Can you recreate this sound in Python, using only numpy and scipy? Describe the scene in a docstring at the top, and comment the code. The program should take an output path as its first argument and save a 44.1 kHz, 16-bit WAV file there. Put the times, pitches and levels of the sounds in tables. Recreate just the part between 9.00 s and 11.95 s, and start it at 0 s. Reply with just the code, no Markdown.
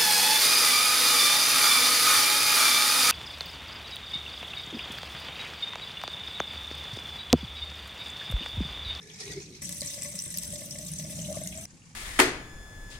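"""A pattering dribble with one gush, a step away: liquid runs through a strainer into a small metal
canister in a bamboo hut. Then, close up, a stream from a funnel bursts into tiny bubbles, gurgles
and plops, and the air in the canister rings higher as it fills. Last, a faint trickle from across
the hut. Bubbles are short rising rings, blurred by the canister walls and the hut; the air
resonances are driven by random impacts."""
import sys
import numpy as np
from scipy import signal
from scipy.fft import rfft, irfft
from scipy.io import wavfile

SR = 44100
rng = np.random.default_rng(int(sys.argv[2]) if len(sys.argv) > 2 else 0)


def pcm_store(signal):
    """Save signal as 16-bit PCM."""
    levels = np.round(np.clip(np.atleast_2d(signal), -1, 1) * 32767)
    wavfile.write(sys.argv[1], SR, levels.astype(np.int16).T)


N = 130095
T = np.arange(N) / SR
CLOSE_S, AWAY_S, CUT_S = 0.619, 2.657, 0.001  # the listener moves close, then away
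WALL_FADE_S, HUT_FADE_S, HUT_DB, FAR_HUT_DB = 0.0024, 0.03, -1.5, -1
NECK_PAN_DB, FIZZ_PAN_DB = 3.5, 1.0  # left over right
DROPS_PER_S, DROP_SPREAD_DB, BUBBLES_PER_S = 2000, 2, 5200


def amp(db):
    """Decibels to gain."""
    return 10 ** (np.asarray(db) / 20)


def unit_rms(x):
    """Scales to an rms of one."""
    return x / np.sqrt(np.mean(x ** 2) + 1e-20)


def unit_burst(x):
    """A short stereo sound at unit energy per side, as samples x sides."""
    short = x[:, :SR // 6].T
    return short / np.linalg.norm(short, axis=0)


def curve(table, column=1):
    """One table column interpolated over time."""
    rows = np.array(table)
    return np.interp(T, rows[:, 0], rows[:, column])


def pan(db):
    """Left and right gains."""
    return amp([[db / 2], [-db / 2]])


def add(mix, start_s, sound):
    """Mixes a sound in, in place."""
    part = mix[round(start_s * SR):][:len(sound)]
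    part += sound[:len(part)]


def wander(hz):
    """Low-passed random drift, unit rms."""
    f = np.fft.rfftfreq(N, 1 / SR)
    return unit_rms(irfft(rfft(rng.standard_normal(N)) / (1 + (f / hz) ** 4), N))


def colour(x, spectrum):
    """Minimum-phase filter, unit rms out."""
    hz, db = np.transpose(spectrum)
    f = abs(np.fft.fftfreq(4096, 1 / SR))
    log_gain = np.log(amp(np.interp(np.log(f + 1), np.log(hz), db)))
    taps = np.fft.ifft(np.exp(np.conj(signal.hilbert(log_gain)))).real
    return unit_rms(signal.oaconvolve(x, taps[None], axes=1)[:, :N])


def resonate(x, hz, width_hz, skirt_hz):
    """Two resonators in series at one pitch, which may glide; the second steepens the skirts."""
    carrier = np.exp(2j * np.pi * np.cumsum(hz * np.ones(N)) / SR)
    for band_hz in (width_hz, skirt_hz):
        pole = np.exp(-np.pi * band_hz / SR)
        baseband = signal.lfilter([1 - pole], [1, -pole], x / carrier + 1e-18)
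        x = unit_rms((carrier * baseband).real)
    return x


def impacts(per_s, spread_db):
    """Random clicks of uneven size."""
    size = amp(spread_db * np.minimum(rng.exponential(1, N), 4))
    return size * rng.choice([-1, 1], N) * (rng.random(N) < per_s / SR)


def reflect(x, hut_db=HUT_DB, wall_s=WALL_FADE_S):
    """Stereo reflections build and die in the canister, followed by the hut's short tail."""
    t = T[:SR // 6]
    wall_noise, hut_noise = rng.standard_normal((2, 3, len(t)))
    wall_sides = wall_noise[:2] + 0.25 * wall_noise[2]  # partly shared
    wall = unit_rms(wall_sides * np.sqrt(t) * np.exp(-t / wall_s))
    hut = unit_rms(hut_noise[:2] * np.exp(-t / HUT_FADE_S) * (1 - np.exp(-t / wall_s)))
    response = (wall + amp(hut_db) * hut) / np.sqrt(len(t))
    return signal.oaconvolve(x[None], response, axes=1)[:, :N]


def bubble(hz, cycles):
    """A ring that rises in pitch as it dies; `cycles` periods per decay time."""
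    age = np.arange(int(6 * cycles * SR / hz)) / SR * hz / cycles  # in decay times
    envelope = (1 - np.exp(-3 * age)) * np.exp(-age)
    return envelope * np.sin(2 * np.pi * cycles * (age + 0.037 * age ** 2 / 2))


def bubbles(per_s, spread_db, hut_db, cycles=2.97, sizes=32):
    """A swarm of bubbles of all sizes, arriving in clumps."""
    clumps = amp(3.5 * wander(hz=65))
    out = np.zeros((2, N))
    for hz in np.geomspace(700, 14500, sizes):
        onsets = impacts(per_s / sizes, spread_db) * clumps
        rings = signal.oaconvolve(onsets, bubble(hz, cycles) * hz)[:N]
        out += reflect(rings, hut_db)
    return unit_rms(out)


def rumble(spectrum, correlation=0.892):
    """Coloured noise, nearly alike on both sides."""
    left, other = rng.standard_normal((2, N))
    right = correlation * left + np.sqrt(1 - correlation ** 2) * other
    return colour(np.array([left, right]), spectrum)


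# strained dribble (time [s], patter [dB], canister ring [dB], thudding [dB])
DRIBBLE_LEVELS = [(0, -46.5, -67, -78), (.08, -52.5, -55, -59), (.186, -49, -70, -72),
                  (.205, -41.5, -53, -65), (.27, -42.5, -49.5, -50), (.31, -39.5, -45.5, -43.5),
                  (.345, -46.5, -48.5, -48), (.385, -47.5, -41.5, -45), (.44, -48, -61.5, -57),
                  (.51, -52, -54, -51.5), (.61, -50, -71, -58.5)]
# patter and thud spectra (frequency [Hz], gain [dB])
PATTER_SPECTRUM = [(300, 7), (750, -9.5), (1000, -13.5), (1450, -11.5), (1900, -4.5), (2130, -3),
                   (2380, -2), (2900, -10.5), (4200, -3.5), (4900, -3.5), (5900, 1.5), (7200, -7),
                   (8700, -9.5), (11000, -19.5), (16000, -28)]
THUD_SPECTRUM = [(25, -26), (65, 1), (110, -0.5), (155, 5.5), (230, -13), (310, 0), (450, -8), (700, -46),
                 (1500, -55)]
# canister ring (time [s], pitch [Hz])
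EMPTY_PITCH = [(.1, 427), (.25, 416), (.36, 392), (.45, 395)]

def dribble():
    """Strained liquid patters into the nearly empty canister, whose ring sags under the gush."""
    patter = colour(bubbles(DROPS_PER_S, DROP_SPREAD_DB, FAR_HUT_DB), PATTER_SPECTRUM)
    drops = impacts(DROPS_PER_S, DROP_SPREAD_DB)
    ring = resonate(drops, curve(EMPTY_PITCH), width_hz=49, skirt_hz=98)
    patter_gain, ring_gain, thud_gain = (amp(curve(DRIBBLE_LEVELS, column)) for column in (1, 2, 3))
    return patter_gain * patter + ring_gain * ring + thud_gain * rumble(THUD_SPECTRUM)


# hut background (frequency [Hz], gain [dB])
HUSH_SPECTRUM = [(20, -17), (60, -7.5), (120, 0), (172, 2), (245, -7), (300, -10.5), (370, -25.5),
                 (480, -15.5), (650, -28.5), (2000, -29.5), (8000, -25.5), (11000, -36), (16000, -76)]

def hush():
    """Steady low noise of the hut."""
    return amp(-54.5) * rumble(HUSH_SPECTRUM)


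# larger drops (time [s], relative level [dB], pitch [Hz])
DRIP_EVENTS = [(0.098, -35.5, 3240), (0.886, -35, 3620), (.91, -32, 3560), (2.19, -35, 2860),
               (2.207, -44, 2020), (2.246, -33, 2890), (2.459, -35.5, 1950), (2.521, -34.5, 3120),
               (2.524, -32.5, 2350), (2.542, -38.5, 2350), (2.818, -47, 2660)]

def drips():
    """Larger drops plink, blurred by the canister walls."""
    out = np.zeros((N, 2))
    for start_s, db, hz in DRIP_EVENTS:
        plink = unit_burst(reflect(bubble(hz, cycles=3.5), hut_db=-3))
        add(out, start_s, amp(db + 14) * plink)
    return out.T


# wet resonance of the gush (time [s], lower pitch [Hz], level [dB])
SQUELCH_TRACK = [(.15, 1730, -60), (.2, 1830, -62), (.235, 1870, -42), (.27, 1970, -71), (.315, 1930, -46),
                 (.345, 2000, -57), (.378, 2160, -44), (.42, 2210, -76)]

def squelch():
    """Two wet resonances rise as the gush passes."""
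    hz = curve(SQUELCH_TRACK)
    drops = impacts(DROPS_PER_S, DROP_SPREAD_DB)
    low, high = (resonate(drops, f, width_hz=90, skirt_hz=180) for f in (hz, 2.2 * hz))
    return unit_rms(reflect(low + amp(-6) * high)) * amp(curve(SQUELCH_TRACK, 2))


# deep gurgles (time [s], length [s], pitch [Hz], level [dB])
GURGLE_EVENTS = [(0.612, 0.035, 149, -43.5), (0.679, 0.068, 177, -41.5), (0.832, 0.032, 167, -41),
                 (1.14, 0.031, 172, -39), (1.313, 0.15, 172.9, -44.5), (1.832, 0.083, 176, -42.5),
                 (1.9, 0.062, 162, -35.5), (1.978, 0.091, 160, -38), (2.129, 0.11, 157.3, -38.5),
                 (2.312, 0.11, 151.2, -42), (2.421, 0.14, 178, -42.5)]

def gurgles():
    """Deep, wobbling notes swell and die under the stream."""
    out = np.zeros(N)
    wobble = 1 + 0.031 * wander(hz=30.4)
    for start_s, length_s, hz, db in GURGLE_EVENTS:
        swell = np.sin(np.pi * np.clip((T - start_s) / length_s, 0, 1) ** 0.76)
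        out += amp(db) * swell * np.sin(2 * np.pi * np.cumsum(hz * wobble) / SR)
    return out


# tiny bubbles (frequency [Hz], gain [dB])
FIZZ_SPECTRUM = [(300, -27), (900, -22.5), (1350, -41), (2000, -20), (2800, -11.5), (3700, -8), (5000, -8),
                 (6100, 1.5), (7000, -5), (8100, 3), (9300, -2.5), (10600, -4.5), (11700, -12),
                 (13000, -10), (16000, -17.5)]

def fizz(splashes):
    """A spray of tiny bubbles, with spatter from the splashes and longer plinks."""
    spray = bubbles(BUBBLES_PER_S, spread_db=3.5, hut_db=HUT_DB)
    spatter = unit_rms(reflect(splashes))
    plinks = bubbles(per_s=420, spread_db=2.8, hut_db=-7, cycles=9)
    return colour(spray + amp(-12) * spatter + amp(-7.5) * plinks, FIZZ_SPECTRUM)


# higher air modes of the canister (frequency [Hz], width [Hz], relative level [dB])
AIR_MODES = [(1105, 65, -12), (1775, 70, -9), (2075, 100, -1), (2230, 150, -2), (2470, 120, -13),
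             (5080, 110, -3), (5815, 110, 1), (7865, 130, 0)]

def cavity_ring(splashes):
    """Splashes ring the air above the liquid."""
    modes = sum(amp(db) * resonate(splashes, hz, width_hz, skirt_hz=440) for hz, width_hz, db in AIR_MODES)
    return unit_rms(modes + amp(-1.5) * reflect(modes))


# close stream (time [s], fizz [dB], cavity ring [dB], churning [dB])
STREAM_LEVELS = [(.62, -40.5, -48, -46), (.78, -42.5, -53.5, -50.5), (.88, -37.5, -49, -57),
                 (1.0, -41, -49.5, -49.5), (1.1, -40, -53.5, -50), (1.3, -41.5, -50, -55),
                 (1.52, -38.5, -52, -44), (1.66, -42.5, -56.5, -48), (1.94, -42, -52.5, -46.5),
                 (2.12, -43, -52.5, -44), (2.19, -40.5, -63, -41.5), (2.35, -43, -65, -41),
                 (2.46, -40.5, -80, -45.5), (2.65, -45.5, -59.5, -45)]
# low churning (frequency [Hz], gain [dB])
CHURN_SPECTRUM = [(25, -43), (45, -23), (62, -1.5), (110, -5.5), (140, -3), (172, 2), (205, -2), (255, -15),
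                  (305, -9.5), (390, -25), (520, -27.5), (900, -70)]

def stream():
    """The stream lands in uneven surges: it fizzes, rings the cavity and churns the liquid."""
    splashes = unit_rms(impacts(per_s=300, spread_db=4.5) * amp(2.5 * wander(hz=22.7)))
    fizz_gain, cavity_gain, churn_gain = (amp(curve(STREAM_LEVELS, column)) for column in (1, 2, 3))
    splashing = fizz_gain * fizz(splashes) + cavity_gain * cavity_ring(splashes)
    return pan(FIZZ_PAN_DB) * splashing + churn_gain * rumble(CHURN_SPECTRUM)


# air resonance of the neck (time [s], pitch [Hz])
NECK_PITCH = [(.62, 572.5), (1.2, 579), (1.75, 593.6), (2.15, 602), (2.4, 616), (2.65, 648)]
# its sustained ring (time [s], level [dB])
NECK_LEVEL = [(.62, -61.5), (.73, -59.5), (.78, -62), (.85, -58.5), (.98, -53), (1.15, -56.5), (1.2, -65.5),
              (1.38, -61), (1.52, -53.5), (1.65, -51), (1.7, -58.5), (1.8, -48.5), (1.94, -67),
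              (2.05, -52.5), (2.25, -53.5), (2.34, -47), (2.53, -54.5), (2.65, -53)]

def neck_ring():
    """Drops keep the air in the neck ringing, higher as the canister fills."""
    drops = impacts(per_s=1500, spread_db=-1)
    ring = resonate(drops, curve(NECK_PITCH), width_hz=20.7, skirt_hz=290)
    return pan(NECK_PAN_DB) * ring * amp(curve(NECK_LEVEL))


# bubble bursts (time [s], relative ring level [dB], pitch [Hz], relative crack level [dB])
POP_EVENTS = [(.6518, -27, 8100, -40), (.654, -25, 5650, -42), (0.6922, -31, 9900, -25),
              (.7251, -27.5, 7930, -25), (0.8081, -23, 7850, -25.5), (0.8067, -26.5, 4700, -37),
              (0.817, -26, 4000, -23.5), (.8593, -25, 7950, -39), (.871, -25.5, 6200, -39),
              (0.876, -25, 5660, -35), (.939, -29, 4820, -46.5), (1.0206, -21.5, 7500, -29),
              (1.0315, -29.5, 10300, -39), (1.1895, -21, 5470, -25), (1.1986, -23, 5840, -40),
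              (1.2205, -22, 7660, -30), (1.2375, -23.5, 8250, -41), (1.2779, -26.5, 7600, -44),
              (1.3027, -25.5, 8500, -42), (1.3417, -28, 5700, -27), (1.363, -31.5, 5200, -44),
              (1.3729, -22, 12730, -22), (1.3844, -17.5, 7770, -24), (1.434, -34, 8700, -24.5),
              (1.4768, -25, 9750, -44), (1.5248, -24, 8800, -42), (1.546, -28, 7600, -41),
              (1.7089, -24.5, 5470, -28), (1.7865, -25.5, 7900, -28), (1.916, -26, 9800, -40),
              (1.9356, -25, 8400, -35), (1.9847, -26.5, 5840, -32), (1.988, -25.5, 7550, -38),
              (2.3265, -31, 8260, -29), (2.4356, -24.5, 9100, -34), (2.4733, -26.5, 6250, -22.5),
              (2.574, -25.5, 7270, -39), (2.6527, -28.5, 5660, -33.5)]
# their crack (frequency [Hz], gain [dB])
CRACK_SPECTRUM = [(500, -35), (1500, -24.5), (3000, -9), (5000, 4.5), (8000, 6.5), (11000, 0.5),
                  (14000, -9), (16000, -7)]

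def pops():
    """Single loud bubbles burst inside the canister: a broadband crack and a short ring."""
    out = np.zeros((N, 2))
    for start_s, ring_db, hz, crack_db in POP_EVENTS:
        ring = unit_burst(reflect(bubble(hz, cycles=7.7), hut_db=-10, wall_s=0.002))
        click = reflect(np.ones(1), hut_db=-10, wall_s=0.00085)
        crack = unit_burst(colour(click, CRACK_SPECTRUM))
        add(out, start_s, amp(ring_db) * ring + amp(crack_db) * crack)
    return amp(13.5) * pan(FIZZ_PAN_DB) * out.T


# dull bumps (time [s], level [dB])
BUMP_EVENTS = [(0.814, -41.5), (0.842, -48.5), (1.262, -45), (2.731, -48)]
# their noise (frequency [Hz], gain [dB])
BUMP_SPECTRUM = [(25, -44), (70, 6.5), (170, -3.5), (300, -3.5), (480, -21.5), (900, -26), (3000, -74),
                 (9000, -59)]

def bumps(rise_s=0.00054, fade_s=0.029):
    """Soft, dull knocks that do not ring."""
    envelope, t = np.zeros(N), T[:SR // 6]
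    knock = (1 - np.exp(-t / rise_s)) * np.exp(-t / fade_s)
    for start_s, db in BUMP_EVENTS:
        add(envelope, start_s, amp(db) * knock)
    return envelope * rumble(BUMP_SPECTRUM)


# air pockets (time [s], relative neck level [dB], relative air mode level [dB])
PLOP_EVENTS = [(.818, -27, -36.5), (.94, -53, -59), (.975, -31, -41.5), (1.05, -40, -36), (1.14, -34, -53),
               (1.258, -45, -41), (1.5, -51, -54), (1.532, -30, -56), (1.615, -32.5, -41),
               (1.752, -33.5, -41), (1.903, -59, -51), (1.992, -34.5, -57), (2.045, -35, -43),
               (2.186, -30.5, -52), (2.285, -27.5, -55), (2.3, -22, -50), (2.314, -21.5, -47),
               (2.368, -17.5, -41), (2.413, -26, -43), (2.579, -29.5, -45), (2.65, -38, -42)]

def plops(rise_s=0.0037, ring_fade_s=0.0058, thump_hz=153, thump_fade_s=0.0044):
    """Pockets of air collapse: the neck and the air below it ring over a low thump."""
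    out, t = np.zeros(N), T[:SR // 10]
    attack = 1 - np.exp(-(t / rise_s) ** 2)
    thump = amp(-9.5) * np.sin(2 * np.pi * thump_hz * t) * np.exp(-t / thump_fade_s)
    modes = sum(amp(db) * np.sin(2 * np.pi * hz * t) * np.exp(-np.pi * width_hz * t / 2)
                for hz, width_hz, db in AIR_MODES[:5])
    for start_s, neck_db, modes_db in PLOP_EVENTS:
        neck_hz = np.interp(start_s, *np.transpose(NECK_PITCH))
        ring = np.sin(2 * np.pi * neck_hz * t) * np.exp(-t / ring_fade_s)
        add(out, start_s, attack * (amp(neck_db) * (ring + thump) + amp(modes_db) * modes))
    return amp(-1) * pan(NECK_PAN_DB) * out


# coarse froth (time [s], level [dB])
FROTH_LEVEL = [(1.9, -61.5), (2.13, -63), (2.19, -50.5), (2.27, -59.5), (2.34, -48.5), (2.48, -62),
               (2.54, -55), (2.65, -61.5)]
# its bubbles (frequency [Hz], gain [dB])
FROTH_SPECTRUM = [(500, -44), (800, 4), (1300, 2), (2400, 6.5), (3300, 0.5), (5500, -13.5), (9000, -47),
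                  (15000, -74)]

def froth():
    """Coarse bubbles grow louder as the liquid nears the neck."""
    swarm = bubbles(per_s=1300, spread_db=4.5, hut_db=4.5, cycles=8.9)
    return pan(NECK_PAN_DB) * colour(swarm, FROTH_SPECTRUM) * amp(curve(FROTH_LEVEL))


# distant stream (frequency [Hz], gain [dB])
TRICKLE_SPECTRUM = [(300, -18), (900, 1.5), (1400, -1), (2400, 1), (3700, -7), (6300, 3.5), (8300, -1.5),
                    (10500, -12), (13000, -26), (16000, -46)]

def far_trickle():
    """The stream's bubbles from across the hut."""
    return amp(-60) * colour(bubbles(BUBBLES_PER_S, DROP_SPREAD_DB, FAR_HUT_DB), TRICKLE_SPECTRUM)


def scene():
    """Three listening positions in turn; drips, bumps and hush run throughout."""
    close, away = (np.clip((T - s) / CUT_S + 0.5, 0, 1) for s in (CLOSE_S, AWAY_S))
    strained = (1 - close) * (dribble() + squelch())
    poured = (close - away) * (gurgles() + stream() + neck_ring() + pops() + plops() + froth())
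    return strained + poured + away * far_trickle() + drips() + bumps() + hush()


def record(dry):
    """Low-pass at 16.1 kHz."""
    taps = signal.firwin(511, 16100, window=("kaiser", 9), fs=SR)
    return signal.oaconvolve(dry, taps[None], "same")


dry = scene()
out = record(dry)
pcm_store(out)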